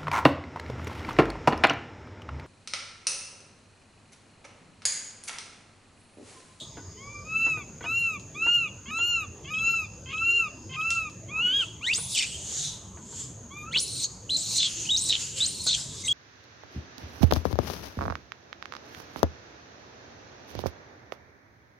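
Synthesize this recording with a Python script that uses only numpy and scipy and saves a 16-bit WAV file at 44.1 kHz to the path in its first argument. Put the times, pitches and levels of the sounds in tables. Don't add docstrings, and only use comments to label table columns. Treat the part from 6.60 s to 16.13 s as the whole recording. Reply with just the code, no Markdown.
import sys
import numpy as np
from scipy import signal
from scipy.io import wavfile
from scipy.ndimage import uniform_filter1d

SR = 44100
rng = np.random.default_rng(int(sys.argv[2]) if len(sys.argv) > 2 else 0)


def log_audio(samples):
    frames = np.atleast_2d(samples).T
    limited = np.clip(frames, -1, 1)
    pcm = np.round(limited * 32767).astype(np.int16)
    wavfile.write(sys.argv[1], SR, pcm)


N = 420273
T = np.arange(N) / SR
CUTOFF_HZ = 15300
FUNDAMENTAL_FADE_DB = 14

# frequency_hz, coherence (0-1)
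LIKENESS = [(30, 1), (120, 1), (1000, 0.97), (3000, 1), (6500, 0.66), (9000, 0.8), (12000, 0.17)]


def from_db(db):
    return 10 ** (np.asarray(db) / 20)


def rms_one(x):
    return x / np.sqrt(np.mean(x ** 2) + 1e-20)


def curves(rows, t):
    s, *columns = np.transpose(rows)
    return [np.interp(t, s, c) for c in columns]


def between(start, end):
    return T[(T >= start) & (T <= end)]


def ramp(t, start, length_s):
    return np.clip((t - start) / length_s, 0, 1)


def blend(a, b, share):
    return a + (b - a) * share


def span(rows, fade_s):
    at = np.flatnonzero((T >= rows[0][0]) & (T <= rows[-1][0]))
    t = T[at]
    gate = np.clip(np.minimum(t - t[0], t[-1] - t) / fade_s, 0, 1)
    return at, t, gate


def at_hz(points, hz):
    f, value = np.transpose(points)
    return np.interp(np.log(hz), np.log(f), value)


def lowpass(x, order, hz):
    return signal.sosfilt(signal.butter(order, hz, fs=SR, output="sos"), x)


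def bandpass(x, order, low_hz, high_hz):
    return signal.sosfilt(signal.butter(order, [low_hz, high_hz], "band", fs=SR, output="sos"), x)


def wander(rate_hz, size):
    noise = rng.standard_normal(size + SR // 10)
    return rms_one(lowpass(noise, 2, min(rate_hz, SR / 4))[-size:])


def noise_band(hz, width_hz, shape):
    low, high = np.clip([hz - width_hz / 2, hz + width_hz / 2], 10, SR / 2 - 10)
    return rms_one(bandpass(rng.standard_normal(shape), 2, low, high))


def widen(mid, side, hz):
    alike = np.clip(at_hz(LIKENESS, hz), 0, .985)
    return np.sqrt((1 + alike) / 2) * mid + np.sqrt((1 - alike) / 2) * side * np.array([[1], [-1]])


def coloured_noise(spectrum, patchy_db, patchy_hz, count):
    edges = np.geomspace(spectrum[0][0], min(spectrum[-1][0], CUTOFF_HZ), count)
    white = rng.standard_normal((2, 2, N))
    out = 0
    for k, (low, high) in enumerate(zip(edges, edges[1:])):
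        hz = np.sqrt(low * high)
        band = bandpass(white[k % 2], 3, low, high)
        gains = from_db(at_hz(spectrum, hz) + patchy_db * rng.standard_normal(size=4096))
        flicker = np.interp(T * patchy_hz, np.arange(len(gains)), gains)
        out = out + flicker * widen(*band, hz)
    return rms_one(out)


def partial(phase, hz, spread=0.49):
    skew = spread * np.arccos(np.clip(at_hz(LIKENESS, hz), 0, 1)) / 2
    return np.array([np.sin(phase + skew), np.sin(phase - skew)])


def rumble(level_db=-46):
    # frequency_hz, relative_density_db (per Hz)
    ambience = [(25, -36.5), (42, -15), (64, -6.5), (105, -2), (170, -7), (260, -12), (460, -15.5),
                (760, -25.5), (1000, -22), (1600, -34.5), (2800, -36.5), (4400, -46)]
    return from_db(level_db) * coloured_noise(ambience, patchy_db=4.5, patchy_hz=14, count=26)


def high_air(level_db=-65):
    return from_db(level_db) * widen(*noise_band(5100, 6000, (2, N)), 5500)


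def chorus(hz, width_hz, level_db, throb_db=1.0):
    throb = from_db(level_db + throb_db * wander(37, N))
    return throb * widen(*noise_band(hz, width_hz, (2, N)), hz)


def insects():
    # time_s, level_db
    low_swell = [(0, -58.5), (.9, -59), (1.1, -68.5), (2.8, -71), (3.1, -53.5), (3.4, -65.5), (4.3, -59),
                 (4.7, -79)]
    high = chorus(hz=6583, width_hz=486, level_db=-51.5)
    low = chorus(hz=5020, width_hz=610, level_db=0) * from_db(curves(low_swell, T)[0])
    return high + low


def chirr():
    # centre_hz, width_hz, relative_level_db
    chirr_bands = [(3650, 640, -1), (7900, 1700, -11)]
    # time_s, level_db
    chirr_fade = [(0, -38), (0.081, -51.5), (.2, -62.5), (.4, -90)]
    return sum(chorus(*band) for band in chirr_bands) * from_db(curves(chirr_fade, T)[0])


def background():
    return rumble() + high_air() + insects() + chirr()


def burst(s, t60):
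    return (T >= s) * from_db(-60 * np.clip((T - s) / t60, 0, 2))


def knocks(scuff_t60=0.11, scuff_db=4.5, modes_db=3.5):
    # start_s, relative_level_db
    knock_times = [(0.17, -42), (0.865, -39.5), (0.972, -46), (1.207, -41.5), (1.241, -37.5),
                   (1.864, -37.5), (2.388, -44), (5.38, -43), (6.371, -49.5), (6.525, -50.5), (7.16, -42.5),
                   (9.064, -42.5)]
    # frequency_hz, relative_level_db, t60_s
    knock_modes = [(335, -5, 0.055), (488, 1.5, 0.034), (695, -7.5, 0.063), (953, -6, 0.049),
                   (1120, 10.5, 0.0036), (1486, -7.5, 0.11), (1974, -17.5, 0.24)]
    envelope = sum(from_db(db) * burst(s, scuff_t60) for s, db in knock_times)
    contact = envelope * rng.standard_normal(N)
    out = from_db(scuff_db) * bandpass(contact, 2, 300, 1900)
    drive = contact / np.sqrt(scuff_t60 * SR / np.log(1e6))
    for hz, db, t60 in knock_modes:
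        radius, angle = from_db(-60 / (t60 * SR)), 2 * np.pi * hz / SR
        resonator = [1, -2 * radius * np.cos(angle), radius * radius]
        ring = signal.lfilter([0, np.sin(angle)], resonator, drive + 1e-18)
        out = out + from_db(db + modes_db) * ring
    return out


def arch(start, top, end, start_hz, top_hz, end_hz, level_db, swell_db, first_db, dip_db, overtones_db,
         mouth):
    t = between(start, end)
    away = np.where(t < top, (top - t) / (top - start), (t - top) / (end - top))
    slack = blend(away ** 7.3, away ** 1.7, 0.65)
    pitch = blend(top_hz, np.where(t < top, start_hz, end_hz), slack)
    dip = dip_db * np.exp(-(slack / 0.062) ** 2)
    fundamental_db = first_db - FUNDAMENTAL_FADE_DB * slack ** 2 - dip
    release_s, release_db = 0.03, 16.5
    second_db = level_db - swell_db * slack - release_db * ramp(t, end - release_s, release_s)
    columns = t, pitch, second_db, fundamental_db, overtones_db, mouth, 0
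    return np.column_stack(np.broadcast_arrays(*columns))


def coo(rows, shimmer_db=2.0):
    # frequency_hz, gain_db
    coo_throat = [(2000, 2), (2400, 10), (2800, 14.5), (3300, 8.5), (3700, -15), (4200, -17.5), (5400, -26),
                  (6100, -22), (6800, -11), (8200, -36.5), (10500, -37), (12300, -33.5), (14000, -58)]
    at, t, gate = span(rows, fade_s=.014)
    size = len(t)
    pitch, second_db, first_db, overtones_db, mouth, rough = curves(rows, t)
    flutter_hz = 0.28 * pitch * (1 + 0.09 * wander(200, size))
    flutter = rough * np.sin(2 * np.pi * np.cumsum(flutter_hz) / SR)
    bent = pitch * (1 + 0.0036 * wander(110, size) + 0.14 * flutter)
    phase = 2 * np.pi * np.cumsum(bent) / SR
    tone = from_db(first_db + 4.0 * wander(19, size)) * partial(phase, pitch)
    tilt_db = -np.log2(np.clip(pitch, 1300, 1440) / 1380)
    for k in range(2, 11):
        throat_db = mouth * (at_hz(coo_throat, k * pitch) - at_hz(coo_throat, 2 * pitch))
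        waver_db = shimmer_db * (k / 2) ** 0.54 * wander(19, size)
        level_db = second_db + throat_db + waver_db + overtones_db * (k > 2) + tilt_db * np.log2(k / 2)
        tone += from_db(level_db) * partial(k * phase, k * pitch)
    half_line = partial(1.5 * phase, 1.5 * pitch)
    tone += from_db(second_db) * rough * from_db(-13) * (half_line + breaks(size))
    return at, np.sqrt(2) * gate * tone * (1 + 0.4 * flutter)


def catch(start, end, from_hz, to_hz, level_db, swell_db=12, jitter=0.013, shimmer_db=3.0):
    # frequency_hz, gain_db
    catch_throat = [(1050, -7), (1600, -15), (2100, -6.5), (2700, -1.5), (3200, 1), (3700, -25),
                    (4400, -23)]
    rows = [(start, from_hz, level_db - swell_db), (end, to_hz, level_db)]
    at, t, gate = span(rows, fade_s=.004)
    pitch, db = curves(rows, t)
    phase = 2 * np.pi * np.cumsum(pitch * (1 + jitter * wander(120, len(t)))) / SR
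    tone = 0
    for k in np.arange(2, 10) / 2:
        line_db = db + at_hz(catch_throat, k * pitch) + shimmer_db * wander(58, len(t))
        tone = tone + from_db(line_db) * partial(k * phase, k * pitch)
    return at, gate, np.sqrt(2) * gate * tone


def ticks(hz=5500, width_hz=5000, top_hz=9500, crack_t60=0.006, tail_t60=0.33, tail_db=-14):
    # start_s, relative_level_db
    tick_times = [(1.597, -42), (4.305, -21), (4.498, -43)]
    envelope = 0
    for s, db in tick_times:
        envelope = envelope + from_db(db) * (burst(s, crack_t60) + from_db(tail_db) * burst(s, tail_t60))
    return lowpass(envelope * widen(*noise_band(hz, width_hz, (2, N)), hz), 4, top_hz)


def breaks(size, hz=2950, width_hz=750):
    return widen(*noise_band(hz, width_hz, (2, size)), hz)


def crack(start, end, hz, width_hz, level_db):
    at, t, gate = span([(start,), (end,)], fade_s=.005)
    return at, from_db(level_db) * gate * breaks(len(t), hz, width_hz)


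def strain(attack_s=0.088):
    # time_s, pitch_hz, second_harmonic_db
    strained_coo = [(4.679, 1008, -56), (4.72, 1220, -40.5), (4.799, 1327, -26), (4.828, 1446, -23.5),
                    (4.884, 1467, -23), (4.92, 1524, -22.5), (4.944, 1622, -25), (4.983, 1650, -23),
                    (5.012, 1572, -22.5), (5.039, 1293, -32.5), (5.05, 1340, -34)]
    start, end = strained_coo[0][0], strained_coo[-1][0]
    t = between(start, end)
    pitch, second_db = curves(strained_coo, t)
    fundamental_db = -44 - FUNDAMENTAL_FADE_DB * (1 - ramp(t, start, attack_s)) ** 2
    rough = 0.14 * ramp(t, 4.8, 0.078)
    return np.column_stack(np.broadcast_arrays(t, pitch, second_db, fundamental_db, 0, 1, rough))


def cooing():
    # start_s, top_s, end_s, start_hz, top_hz, end_hz, second_harmonic_db, its swell_db,
    #   fundamental_db, its dip_db at the top, overtones_db, mouth opening (0-1)
    coos = [ (0.365, 0.559, 0.65, 960, 1176, 1153, -46.5, 17, -50.5, 0.5, -9.5, 1),
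            (0.639, 0.848, 1.047, 1196, 1336, 1020, -24.5, 35, -43.5, 2.5, 0.5, 0.94),
            (1.222, 1.395, 1.585, 1070, 1381, 1072, -24.5, 23.5, -39.5, 27, -1, 0.81),
            (1.742, 1.941, 2.098, 1080, 1423, 1050, -21.5, 27.5, -43, 1, 2.5, 0.95),
            (2.263, 2.489, 2.667, 1040, 1416, 1065, -24, 29, -42, 1.5, 10.5, 1),
            (2.841, 3.119, 3.277, 1082, 1354, 1100, -25, 26.5, -43.5, -4.5, 7.5, 1),
            (3.458, 3.757, 3.9, 1067, 1391, 1055, -23, 30.5, -40.5, 13, 2.5, 0.94),
            (4.096, 4.328, 4.505, 1015, 1350, 1120, -25.5, 25, -41, -3, -0.5, 0.91),
            (6.897, 7.005, 7.08, 1000, 1211, 1240, -45, 24, -49.5, 10, 1, 0.72),
            (7.051, 7.103, 7.125, 1183, 1330, 1500, -52.5, -6, -44.5, 15, -1, 0.8), ]
    # start_s, end_s, from_hz, to_hz, level_db
    catches = [(1.229, 1.262, 1053, 1200, -37), (2.255, 2.31, 1020, 1206, -39.5),
               (2.845, 2.906, 1032, 1196, -41), (3.457, 3.53, 1038, 1103, -40),
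               (4.091, 4.166, 1036, 1065, -40)]
    # start_s, end_s, centre_hz, width_hz, level_db
    cracks = [(2.38, 2.415, 3250, 250, -47), (2.934, 2.964, 3150, 300, -41), (2.977, 3.002, 3220, 250, -42),
              (3.501, 3.55, 2780, 744, -41.5), (3.578, 3.586, 3120, 300, -35),
              (4.127, 4.163, 2870, 647, -42), (4.207, 4.222, 3130, 250, -41.5)]
    # time_s, left_minus_right_db
    coo_balance = [(0.85, 1), (1.4, 1), (1.93, -0.7), (2.48, 0), (3.1, 1), (3.7, 0.5), (4.3, 0), (4.9, 0)]
    out = np.zeros((2, N))
    for at, sound in [coo(arch(*row)) for row in coos] + [coo(strain(), shimmer_db=1.7)]:
        out[:, at] += sound
    for row in catches:
        at, gate, sound = catch(*row)
        out[:, at] = (1 - gate) * out[:, at] + sound
    for row in cracks:
        at, sound = crack(*row)
        out[:, at] += sound
    return out * from_db(curves(coo_balance, T)[0] * np.array([[.5], [-.5]]))


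def hissing(lower_width_hz=600, upper_width_hz=1000, swing_db=37.5):
    # peak_s, rise_s, fall_s, lower_resonance_hz, its level_db,
    #   upper_resonance_hz, its level_db, broad_rush_db
    hisses = [ (5.02, 0.19, 0.31, 3100, -42.5, 7500, -54, -47),
              (5.66, 0.036, 0.94, 3090, -43, 8000, -41.5, -40.5),
              (5.994, 0.66, 0.28, 3440, -59, 6780, -32, -36.5),
              (6.05, 0.28, 0.31, 3740, -36, 6300, -36.5, -35.5),
              (6.601, 0.33, 0.28, 3300, -51, 7170, -36, -43.5),
              (7.46, 0.028, 0.49, 4540, -50, 7200, -48, -51),
              (8.08, 0.076, 0.61, 3000, -43.5, 6500, -50, -37),
              (8.209, 0.73, 0.52, 2950, -46, 6600, -34, -39),
              (8.61, 0.25, 0.47, 2870, -44, 6930, -33.5, -35.5),
              (8.785, 0.12, 0.39, 3040, -38.5, 7400, -35, -33),
              (9.179, 0.12, 0.38, 3660, -45, 7500, -35.5, -35),
              (9.42, 0.96, 0.094, 3670, -46, 7240, -47, -41.5), ]
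    # frequency_hz, relative_density_db (per Hz)
    hiss_air = [(700, -37), (1400, -11), (2500, -10.5), (3300, -4), (4500, 2), (6000, 2.5), (8000, 0),
                (9500, -5.5), (11500, -20), (15000, -31)]
    out, rush_gain = np.zeros((2, N)), np.zeros(N)
    for peak, rise_s, fall_s, lower_hz, lower_db, upper_hz, upper_db, rush_db in hisses:
        at, t, gate = span([(peak - rise_s,), (peak + fall_s,)], fade_s=.005)
        swell = gate * from_db(-swing_db * np.maximum((peak - t) / rise_s, (t - peak) / fall_s))
        rush_gain[at] = np.maximum(rush_gain[at], from_db(rush_db) * swell)
        resonances = (lower_hz, lower_width_hz, lower_db), (upper_hz, upper_width_hz, upper_db)
        for hz, width_hz, db in resonances:
            out[:, at] += from_db(db) * swell * widen(*noise_band(hz, width_hz, (2, len(t))), hz)
    return out + rush_gain * coloured_noise(hiss_air, patchy_db=2.5, patchy_hz=59.6, count=20)


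def scream_course(start, leap, drop, end, attack_s, glide_s, from_hz, to_hz, open_rough, open_db,
                  leap_s, tear_s, top_hz, shriek_rough, shriek_db, build_s, whistle_hz, whistle_db,
                  fall_hz, fall_rough, fall_hiss, fall_db):
    drop_s, clear_s, roughen_s = 0.0073, 0.037, 0.0394
    t = between(start, end)
    since_leap, since_drop = np.maximum(t - leap, 0), np.maximum(t - drop, 0)
    opened = ramp(t, start, glide_s)
    leapt = 1 - np.exp(-since_leap / leap_s)
    torn = ramp(t, leap, tear_s)
    dropped = ramp(t, drop - drop_s, drop_s)

    opening_hz = from_hz * (to_hz / from_hz) ** opened
    pitch = blend(opening_hz, top_hz - 6700 * since_leap, leapt)
    pitch = blend(pitch, fall_hz - 10000 * since_drop, dropped)

    rough = blend(open_rough * opened, shriek_rough + 0.3 * torn ** 2, leapt)
    rough = blend(rough, fall_rough, ramp(t, drop - drop_s, roughen_s))

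    hiss = blend(0.012 + 0.12 * ramp(t, leap, drop_s), 0.83, torn ** 2)
    hiss = blend(hiss, fall_hiss, ramp(t, drop - drop_s, clear_s))

    weak_db = 11 * np.minimum(np.log2(opening_hz / 2300), 0)
    flare_db = np.exp(-((opening_hz - 3260) / 130) ** 2)
    level_db = blend(open_db + flare_db + weak_db, shriek_db, torn)
    level_db = blend(level_db, fall_db, np.exp(np.minimum(t - drop, 0) / build_s))
    release_s, release_db, attack_db = 0.027, 23, 8.5
    level_db -= release_db * ramp(t, end - release_s, release_s)
    level_db -= attack_db * (1 - ramp(t, start, attack_s))

    mouth_closure = ramp(t, drop, 0.01)
    columns = t, pitch, rough, hiss, level_db, whistle_hz, whistle_db, mouth_closure
    return np.column_stack(np.broadcast_arrays(*columns))


def slips(rate_hz, size):
    jumps = np.cumsum(rng.random(size) < rate_hz / SR)
    values = np.clip(rng.standard_normal(size + 1), -2, 2)
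    return uniform_filter1d(values[jumps], size=64)


def fold(pitch, rough, chaos=0.0775, lurch=0.065, tilt_db=-11):
    # frequency_hz, gain_db
    scream_throat = [(1000, 15), (1700, -12.5), (2400, 28.5), (3900, 17), (5200, 0.5), (7400, 16),
                     (9000, -7.5), (10300, -3), (11300, -63), (15000, -28)]
    size = len(pitch)
    unsteady = chaos * wander(700, size) + lurch * slips(130, size)
    bent = pitch + np.minimum(pitch, 5000) * rough * unsteady
    phase = 2 * np.pi * np.cumsum(bent) / SR
    tone = 0
    for k in range(1, 8):
        gain = from_db(at_hz(scream_throat, k * pitch) + tilt_db * np.log2(k)) * (k * pitch < CUTOFF_HZ)
        tone = tone + gain * partial(k * phase, k * pitch)
    return tone


def whistle(size, hz, swing, rate_hz):
    darting_hz = hz * (1 + swing * np.clip(wander(rate_hz, size), -2, 2))
    return np.sqrt(2) * partial(2 * np.pi * np.cumsum(darting_hz) / SR, darting_hz)


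def scream(rows, air):
    at, t, gate = span(rows, fade_s=.003)
    size = len(t)
    pitch, rough, hiss, level_db, whistle_hz, whistle_db, closed = curves(rows, t)
    rough, hiss = np.clip(rough, 0, 1), np.clip(hiss, 0, 1)
    pitch = pitch * (1 + 0.01603 * wander(60, size))
    second_pitch = pitch * (1 + 0.2 * rough * (pitch < 6000))
    tone = fold(pitch, rough) + 0.41 * rough * fold(second_pitch, rough)
    rasp = wander(220, size)
    tone = tone * from_db(4.5 * np.sqrt(rough) * rasp)
    tone /= np.sqrt(uniform_filter1d(np.mean(tone ** 2, axis=0), size=SR // 110) + 1e-12)
    tone *= from_db(2.6 * np.clip(wander(75, size), -2, 1))
    low_whistle = from_db(whistle_db) * whistle(size, whistle_hz, swing=0.0533, rate_hz=327)
    high_whistle = from_db(-14) * whistle(size, 7360, swing=0.13, rate_hz=130)
    torn = rms_one(air[:, at] + low_whistle + high_whistle) * from_db(0.8 * rasp)
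    sound = gate * from_db(level_db) * (np.sqrt(1 - hiss) * tone + np.sqrt(hiss) * torn)
    closed_mouth = signal.butter(3, 7740, fs=SR, output="sos")
    muffled = signal.sosfiltfilt(closed_mouth, sound, padlen=0)
    return at, blend(sound, muffled, closed)


def squeak_course(start, end, from_hz, to_hz, hiss, level_db):
    t = between(start, end)
    pitch = blend(from_hz, to_hz, ramp(t, start, end - start))
    roughness = 0.15
    return np.column_stack(np.broadcast_arrays(t, pitch, roughness, hiss, level_db, pitch, 0, 0))


def screaming():
    # pitch_hz, roughness (0-1), hiss_share (0-1), level_db
    screams = [ (5.209, 5.333, 5.555, 5.665, 0.046, 0.11, 1072, 2760, 0.11, -24.5, 0.034, 0.16, 10990, 0.12, -45.5, 0.083, 3590, -8, 3260, 0.7, 0.65, -27.5),
               (7.111, 7.193, 7.445, 7.475, 0.034, 0.072, 1400, 4000, 1.05, -27.5, 0.014, 0.04, 9900, 0.16, -36.5, 0.06, 4160, -2, 4450, 0.4, 0.4, -27),
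               (7.692, 7.767, 7.98, 8.095, 0.0072, 0.018, 2784, 4100, 0.25, -25, 0.001963, 0.011, 7720, 0.5, -34.5, 0.068, 4130, -3.5, 4173, 0.72, 0.39, -23),
               (8.287, 8.364, 8.497, 8.58, 0.013, 0.025, 2780, 3790, 0, -23.5, 0.024, 0.059, 8900, 0.65, -32.5, 0.014, 3946, -3, 3910, 1, 0.13, -24),
               (8.802, 8.855, 9.068, 9.178, 0.00091, 0.048, 3510, 4314, 0.3, -24.5, 0.014, 0.06, 9500, 0.2, -37, 0.006, 4160, -5, 4190, 0.75, 0.4, -24),
               (9.478, 9.56, 9.7, 9.8, 0.0038, 0.0048, 2200, 3310, 0.02, -23, 0.02, 0.1, 9400, 0.2, -37, 0.01, 4140, -20, 4100, 0.6, 0.1, -23),
               ]
    # start_s, end_s, from_hz, to_hz, hiss_share (0-1), level_db
    squeaks = [(5.33, 5.354, 4560, 4980, 0, -30.5), (5.547, 5.586, 3050, 2200, 0.5, -32),
               (5.569, 5.599, 5900, 4300, 0.05, -35), (5.575, 5.592, 8200, 6460, 0, -29),
               (5.584, 5.602, 3290, 2850, 0.14, -26.5), (5.601, 5.63, 2030, 2420, 0.3, -34),
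               (5.622, 5.655, 3250, 2395, 0.2, -32), (5.719, 5.768, 2750, 3300, 0.2, -44),
               (7.145, 7.166, 3160, 3900, 0, -30), (7.156, 7.176, 2750, 3380, 0, -24),
               (7.17, 7.199, 3860, 5980, 0.03, -26), (7.198, 7.243, 8950, 10450, 0.02, -31.5),
               (7.437, 7.458, 7130, 6430, 0, -27.5), (7.767, 7.799, 7000, 7900, 0.03, -33.5),
               (7.805, 7.833, 7300, 7800, 0, -39), (7.984, 7.997, 4210, 4180, 0, -24),
               (8.061, 8.076, 3760, 3104, 0, -29), (8.252, 8.281, 2450, 3250, 0.5, -38),
               (8.408, 8.448, 7940, 9100, 0, -31.5), (8.494, 8.512, 4090, 3810, 0, -23.5),
               (8.829, 8.855, 7700, 9000, 0, -34.5), (8.994, 9.021, 4200, 4100, 0, -35.5),
               (9.035, 9.057, 10300, 9100, 0, -37), (9.07, 9.098, 6650, 6380, 0.05, -31.5),
               (9.071, 9.094, 4260, 4100, 0.01, -25.5), (9.435, 9.483, 2100, 2080, 0.2, -45.5),
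               (9.437, 9.463, 6700, 5900, 0.05, -35), (9.459, 9.488, 7400, 8400, 0, -32),
               (9.448, 9.486, 3800, 3830, 0.57, -37)]
    # frequency_hz, relative_density_db (per Hz)
    torn_air = [(380, -26), (1000, -21), (1600, -18), (2400, 0.5), (3200, 5), (4100, 14.5), (5200, 13),
                (7000, 17.5), (8900, 15.5), (10000, -6), (11000, -2.5), (15000, -5)]
    out = np.zeros((2, N))
    air = coloured_noise(torn_air, patchy_db=4.5, patchy_hz=90.25, count=36)
    courses = [scream_course(*row) for row in screams] + [squeak_course(*row) for row in squeaks]
    for rows in courses:
        at, sound = scream(rows, air)
        out[:, at] += sound
    return out


def monkey():
    return cooing() + hissing() + screaming()


def yard(x, t60_s=0.43, tail_db=-19.5, dull_hz=6000, build_s=0.067):
    # left_delay_s, right_delay_s, level_db
    echoes = [(0.019, 0.015, -13.5), (0.046, 0.04, -33)]
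    out = x.copy()
    for left_s, right_s, db in echoes:
        delayed = [np.interp(T - lag, T, side, left=0) for lag, side in zip((left_s, right_s), x)]
        out += from_db(db) * np.array(delayed)
    t = T[:SR]
    envelope = from_db(-60 * t / t60_s) * (1 - np.exp(-t / build_s))
    tail = widen(*rng.standard_normal((2, SR)), dull_hz) * envelope
    tail /= np.sqrt(np.sum(tail ** 2) / 2)
    tail = lowpass(tail, 1, dull_hz)
    return out + from_db(tail_db) * signal.fftconvolve(x, tail, axes=1)[:, :N]


def scene():
    return yard(monkey() + knocks() + ticks()) + background()


def record(dry):
    return signal.sosfilt(signal.ellip(10, .1, 80, CUTOFF_HZ, fs=SR, output="sos"), dry)


dry = scene()
out = record(dry)
log_audio(out)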